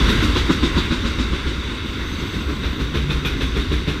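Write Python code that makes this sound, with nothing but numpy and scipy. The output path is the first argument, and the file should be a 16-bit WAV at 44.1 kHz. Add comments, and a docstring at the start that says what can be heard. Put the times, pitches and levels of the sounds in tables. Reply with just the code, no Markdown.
"""A freight train of car carriers rolls past a platform: wagons rumble, wheels and rails roar.
First a flat-spotted wheel pounds the rail once a turn and moves away; each blow booms, knocks in
the bogie, clangs and rattles. From 1.8 s a flange rubs and sings faintly. From 2.3 s a second flat
wheel draws near. Around 3.2 s it is abreast: its disc rings, one blow zings, wagon panels hum."""
import sys
import numpy as np
from scipy import signal
from scipy.fft import rfft, irfft, next_fast_len
from scipy.io import wavfile
from scipy.ndimage import uniform_filter1d, map_coordinates

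SR = 44100
rng = np.random.default_rng(int(sys.argv[2]) if len(sys.argv) > 2 else 0)


def transcribe(u):
    """Save the signal u as a 16-bit wav file named by the first command-line argument.

    u: samples, shape (n,) or (channels, n), limited to [-1, 1]; the rate is SR.
    q: integer samples, one column per channel.
    """
    v = np.clip(np.atleast_2d(u).T, -1, 1)
    q = np.round(v * 32767).astype(np.int16)
    wavfile.write(sys.argv[1], SR, q)


N = 176400


def amp(db):
    return 10 ** (np.asarray(db) / 20)


def unit_rms(x):
    return x / np.sqrt(np.mean(x ** 2) + 1e-20)


def unit_blow(x):
    """Scale to the energy of rms 1 over 50 ms."""
    return x / np.sqrt(np.sum(x ** 2) / (SR / 20) + 1e-20)


def curves(rows):
    """Per-sample curve for each column after time_s."""
    time_s, *columns = np.transpose(rows)
    return [np.interp(np.arange(N) / SR, time_s, column) for column in columns]


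def wobble(rate_hz, size=N):
    """Smooth random curve, knots at rate_hz."""
    knots = rng.standard_normal(int(size * rate_hz / SR) + 4)
    return map_coordinates(knots, [np.arange(size) * rate_hz / SR])


def coloured(x, spectrum):
    """Minimum-phase filter; spectrum rows: freq_hz, gain_db."""
    size = 2 * next_fast_len(len(x) // 2 + 4096)
    freq_hz, gain_db = np.transpose(spectrum)
    bin_db = np.interp(np.log(np.fft.rfftfreq(size, 1 / SR) + 1), np.log(freq_hz + 1), gain_db)
    cepstrum = irfft(np.log(amp(bin_db)), size)
    cepstrum[1:size // 2] *= 2
    cepstrum[size // 2 + 1:] = 0
    return irfft(rfft(x, size) * np.exp(rfft(cepstrum)), size)[:len(x)]


def rush(spectrum, patchy_db):
    """Coloured noise, rms 1, with random gain patches in time and frequency."""
    bins = signal.stft(rng.standard_normal(N), nperseg=512)[2]
    patches = uniform_filter1d(rng.standard_normal(bins.shape), size=5, axis=0)
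    patches = unit_rms(uniform_filter1d(patches, size=12, axis=1))
    noise = signal.istft(bins * amp(patchy_db * patches), nperseg=512)[1][:N]
    return unit_rms(coloured(noise, spectrum))


def add(track, start_s, sound):
    i = max(0, round(start_s * SR))
    track[i:i + len(sound)] += sound[:max(0, N - i)]


def strike(t, attack_s, t60_s):
    """Envelope: smooth rise, exponential decay."""
    rise = np.sin(np.pi / 2 * np.clip(t / attack_s, 0, 1))
    return rise * amp(-60 * np.maximum(t - attack_s, 0) / t60_s)


def swelling(modes, flutter_db, flutter_hz, smear_rad, smear_hz):
    """Driven resonances swell and fade, unsteady in level and phase."""
    out, t = np.zeros(N), np.arange(N) / SR
    for pitch_hz, peak_s, sigma_s, level_db in modes:
        swell = amp(level_db + flutter_db * wobble(flutter_hz))
        swell *= np.exp(-.5 * ((t - peak_s) / sigma_s) ** 2)
        out += swell * np.sin(2 * np.pi * pitch_hz * t + smear_rad * wobble(smear_hz))
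    return out


def rolling():
    """Rough treads shake wagons (rumble), bogies (drone) and rails (roar); the last two jolt as one."""
    # rolling noise: time_s, rumble_db, drone_db, roar_db
    levels = [(0, -16, -21, -22.5), (.25, -18, -22.5, -24.5), (.5, -21.5, -27, -27.5),
              (.9, -25.5, -27, -29), (1.3, -26, -29, -30.5), (1.7, -28.5, -31.5, -32),
              (2.2, -27, -29, -31.5), (2.8, -29.5, -30, -34), (3.3, -23.5, -29.5, -33),
              (3.6, -25, -31.5, -31.5), (4, -26.5, -31, -34)]
    # spectra: freq_hz, gain_db
    rumble = [(10, -57), (24, -6), (34, -9.5), (46, -4), (57, 1.5), (78, -4), (105, -9.5), (300, -64.5)]
    drone = [(60, -46), (115, -2), (160, -1), (275, 0), (380, -4.5), (480, -12), (730, -26.5),
             (1200, -53.5)]
    roar = [(300, -20.5), (720, -14), (1050, 3), (1220, -0.5), (1430, 4), (1780, -2.5), (2130, 3),
            (2350, -3.5), (2700, 0), (3100, -5), (3500, 2), (3780, 3.5), (4200, -10.5), (4530, -5.5),
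            (5000, -14.5), (6200, -13.5), (6550, -24), (7050, -16), (7450, -31.5), (7900, -19.5),
            (10000, -33.5), (12500, -31.5), (15000, -45)]
    rumble_db, drone_db, roar_db = curves(levels)
    jolt = wobble(28.06)
    return (amp(rumble_db) * rush(rumble, patchy_db=.8)
            + amp(drone_db + .62 * jolt) * rush(drone, patchy_db=.88)
            + amp(roar_db + .52 * jolt + .18 * wobble(220)) * rush(roar, patchy_db=1.1))


def panels():
    """Hollow wagon walls hum briefly as they pass."""
    # wall resonances: pitch_hz, peak_s, sigma_s, level_db
    modes = [(146, 3.07, 0.21, -26.5), (265, 3.39, 0.13, -29)]
    return swelling(modes, flutter_db=5, flutter_hz=20, smear_rad=.77, smear_hz=18)


def flange():
    """A flange rubs the rail: thin hiss, singing wheel modes."""
    # rubbing strength: time_s, level_db
    rub = [(1.82, -80), (1.86, -58), (2.25, -51), (2.45, -56), (2.75, -57), (3.15, -72)]
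    # rubbing hiss: freq_hz, gain_db
    spectrum = [(4000, -3), (6000, 5), (7400, -9), (7900, -1), (10000, -13), (12000, -4), (13300, 3),
                (15000, -4)]
    # wheel resonances: pitch_hz, peak_s, sigma_s, level_db
    modes = [(6240, 2.23, .16, -49.5), (6200, 2.2, .14, -52), (7850, 2.4, .22, -57),
             (13716, 2.65, .22, -64), (6300, 3.47, .07, -52)]
    rub_db, = curves(rub)
    hiss = amp(rub_db + .6 * wobble(10)) * rush(spectrum, patchy_db=-2)
    return hiss + swelling(modes, flutter_db=3.5, flutter_hz=30, smear_rad=.78, smear_hz=85)


def boom(starts_s, levels_db, pitch_hz, attack_s, t60_s):
    """The wagon body heaves a few cycles after each blow."""
    out, t = np.zeros(N), np.arange(SR // 3) / SR
    for start_s, level_db in zip(starts_s, levels_db):
        swing = np.sin(2 * np.pi * pitch_hz * (1 + .052 * rng.standard_normal()) * t)
        add(out, start_s, amp(level_db) * unit_blow(swing * strike(t, attack_s, t60_s)))
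    return out


def ring(starts_s, levels_db, modes, attack_s, detune, smear_rad, smear_hz):
    """Struck steel modes vary from blow to blow; jolting smears their phase."""
    out, t = np.zeros(N), np.arange(SR // 4) / SR
    for start_s, level_db in zip(starts_s, levels_db):
        blow = np.zeros(len(t))
        draws = rng.standard_normal((len(modes), 3))
        for (pitch_hz, gain_db, t60_s), (gain_draw, pitch_draw, phase_draw) in zip(modes, draws):
            phase = 2 * np.pi * (pitch_hz * (1 + detune * pitch_draw) * t + phase_draw)
            phase += smear_rad * wobble(smear_hz, len(t))
            blow += amp(gain_db + 2 * gain_draw) * strike(t, attack_s, t60_s) * np.sin(phase)
        add(out, start_s, amp(level_db) * unit_blow(blow))
    return out


def chatter(starts_s, levels_db, spectrum, attack_s, t60_s, rough_db):
    """Each blow sets off a dying spray of uneven steel contacts."""
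    power, t = np.zeros(N), np.arange(SR // 2) / SR
    envelope = unit_blow(strike(t, attack_s, t60_s))
    for start_s, level_db in zip(starts_s, levels_db):
        add(power, start_s, (amp(level_db) * envelope) ** 2)
    contacts = rng.standard_normal(N) * amp(rough_db * wobble(450))
    return np.sqrt(power) * unit_rms(coloured(contacts, spectrum))


def zing():
    """The nearest blow scrapes the rail: short, gritty, very high."""
    # steel on steel: freq_hz, gain_db
    scrape = [(11000, -30), (13000, 0), (15000, -28)]
    return chatter(starts_s=[3.247], levels_db=[-48], spectrum=scrape, attack_s=.02, t60_s=.17, rough_db=4)


def leaving_wheel():
    """A flat spot's blunt blows recede; the side frame clanks, the disc rings at one double blow."""
    # blows, relative levels: start_s, boom_db, knock_db, clang_db, rattle_db
    blows = [(.075, -26, -26, -27.5, -40), (.215, -32, -27, -34, -38.5), (.35, -28, -24, -23, -38),
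             (.488, -25, -15, -27, -39), (.622, -29, -19.5, -27, -39), (.752, -19, -25.5, -31, -43),
             (0.767, -37, -21, -31, -45), (.904, -23, -21.5, -29, -41), (1.044, -24, -25, -30, -41),
             (1.18, -20.5, -25, -31, -41.5), (1.319, -23, -27, -33.5, -49), (1.46, -21, -27.5, -33.5, -46)]
    # modes: pitch_hz, gain_db, t60_s
    bogie = [(165, -3, 0.15), (191.7, -3, 0.048), (239.1, 1.5, 0.18), (306.4, -1.5, 0.1), (334.8, 0, 0.15),
             (394.6, -7, 0.059), (523.4, -14, 0.049)]
    disc = [(3515, -4, 0.27), (3830, -1, .25), (4000, 0, 0.17), (4550, -4, 0.13)]
    # spectra: freq_hz, gain_db
    frame = [(750, -18), (1040, 1), (1600, -7), (4000, -65)]
    clang = [(480, -3), (720, -13), (1100, -5), (1500, 2.5), (1800, -5.5), (2150, -2.5), (3000, -3.5),
             (3800, 2.5), (4400, -14.5), (9000, -49)]  # wheel on rail
    rattle = [(2500, -51), (4500, 9), (5500, 5), (8000, -3.5), (10000, -18), (15000, -34)]  # loose fittings
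    sizzle = [(7000, -9), (11500, 0), (15000, -10)]
    start_s, boom_db, knock_db, clang_db, rattle_db = np.transpose(blows)
    sizzle_db = -44 - 15 * start_s  # top treble fades fastest with distance
    return (boom(start_s, boom_db - 2.5, pitch_hz=61, attack_s=.0085, t60_s=.2)
            + ring(start_s, knock_db, bogie, attack_s=.019, detune=.0595, smear_rad=.5, smear_hz=55)
            + chatter(start_s, knock_db - 12.5, frame, attack_s=.012, t60_s=.13, rough_db=2.5)
            + chatter(start_s, clang_db + 1, clang, attack_s=.022, t60_s=.3, rough_db=.5)
            + chatter(start_s, rattle_db + 2, rattle, attack_s=.036, t60_s=.3, rough_db=0)
            + chatter(start_s, sizzle_db, sizzle, attack_s=.033, t60_s=.38, rough_db=2.5)
            + ring(starts_s=[.768], levels_db=[-29], modes=disc,
                   attack_s=.022, detune=.0039, smear_rad=1, smear_hz=250))


def nearing_wheel():
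    """A flat spot's sharper blows approach; the disc beams sideways, so it rings most when abreast."""
    # blows, relative levels: start_s, boom_db, boom_lag_s, knock_db, clang_db, rattle_db
    blows = [(2.33, -37, .02, -31, -45, -53), (2.48, -27, -.02, -28, -36.5, -55),
             (2.628, -28, .02, -31, -30.5, -49), (2.789, -24.5, 0.018, -30, -33, -49.5),
             (2.936, -21.5, .028, -24, -29, -46), (3.092, -24.5, 0.0465, -27.5, -29, -45.5),
             (3.241, -22.5, .068, -26.5, -27.5, -44.5), (3.40, -20.5, 0.0247, -26, -29.5, -45),
             (3.553, -22, 0.0242, -23, -30.5, -46), (3.708, -24, .016, -21.5, -30.5, -47.5),
             (3.868, -28.5, .008, -21.5, -29, -46.5)]
    # modes: pitch_hz, gain_db, t60_s
    bogie = [(149.8, 3, 0.3), (204, -0.5, 0.21), (282.5, 0, 0.33), (321, -1.5, 0.31), (386, -2.5, 0.23),
             (445.3, -3.5, 0.21), (545, -13, 0.091)]
    disc = [(2480, 2, 0.22), (2616, -0.5, 0.15), (3360, -0.5, 0.14), (3620, -2, .14)]
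    ting = [(6100, 4, 0.3), (10900, -2, .35), (13050, -5, .3)]  # highest disc modes
    # spectra: freq_hz, gain_db
    clang = [(300, -12.5), (480, 0.5), (730, -7.5), (1050, 0), (1550, 3.5), (1950, -1.5), (2550, 1),
             (3050, -1.5), (3650, 6), (4300, -7.5), (9000, -51)]  # wheel on rail
    rattle = [(2500, -18), (4450, -1), (5000, -3), (5300, 1.5), (6150, -1), (6500, -7), (7900, -9.5),
              (10000, -14), (10900, -15.5), (12000, -14), (13100, -14), (15000, -23)]  # loose fittings
    start_s, boom_db, boom_lag_s, knock_db, clang_db, rattle_db = np.transpose(blows)
    abreast_s, fall_db_per_s = 3.225, 43
    disc_db = -27.5 - fall_db_per_s * abs(start_s - abreast_s)
    disc_s = start_s + .004
    return (boom(start_s + boom_lag_s, boom_db + 2.5, pitch_hz=61.7, attack_s=.012, t60_s=.26)
            + ring(start_s, knock_db, bogie, attack_s=.014, detune=.05, smear_rad=.4, smear_hz=40)
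            + chatter(start_s, clang_db + 1.5, clang, attack_s=.02, t60_s=.42, rough_db=.5)
            + chatter(start_s, rattle_db + 3.5, rattle, attack_s=.033, t60_s=.37, rough_db=.5)
            + ring(disc_s, disc_db, disc, attack_s=.01, detune=.0094, smear_rad=.96, smear_hz=294)
            + ring(disc_s, rattle_db - 11, ting,
                   attack_s=.012, detune=.0153, smear_rad=1.1, smear_hz=290))


def scene():
    """Mono mix at the platform."""
    return (rolling() + panels() + leaving_wheel() + nearing_wheel() + zing() + flange())[None]


def record(dry):
    """Brick-wall low-pass."""
    cutoff_hz = 15250
    size = next_fast_len(N + SR // 2)
    passband = np.fft.rfftfreq(size, 1 / SR) < cutoff_hz
    return irfft(rfft(dry, size) * passband, size)[..., :N]


dry = scene()
out = record(dry)
transcribe(out)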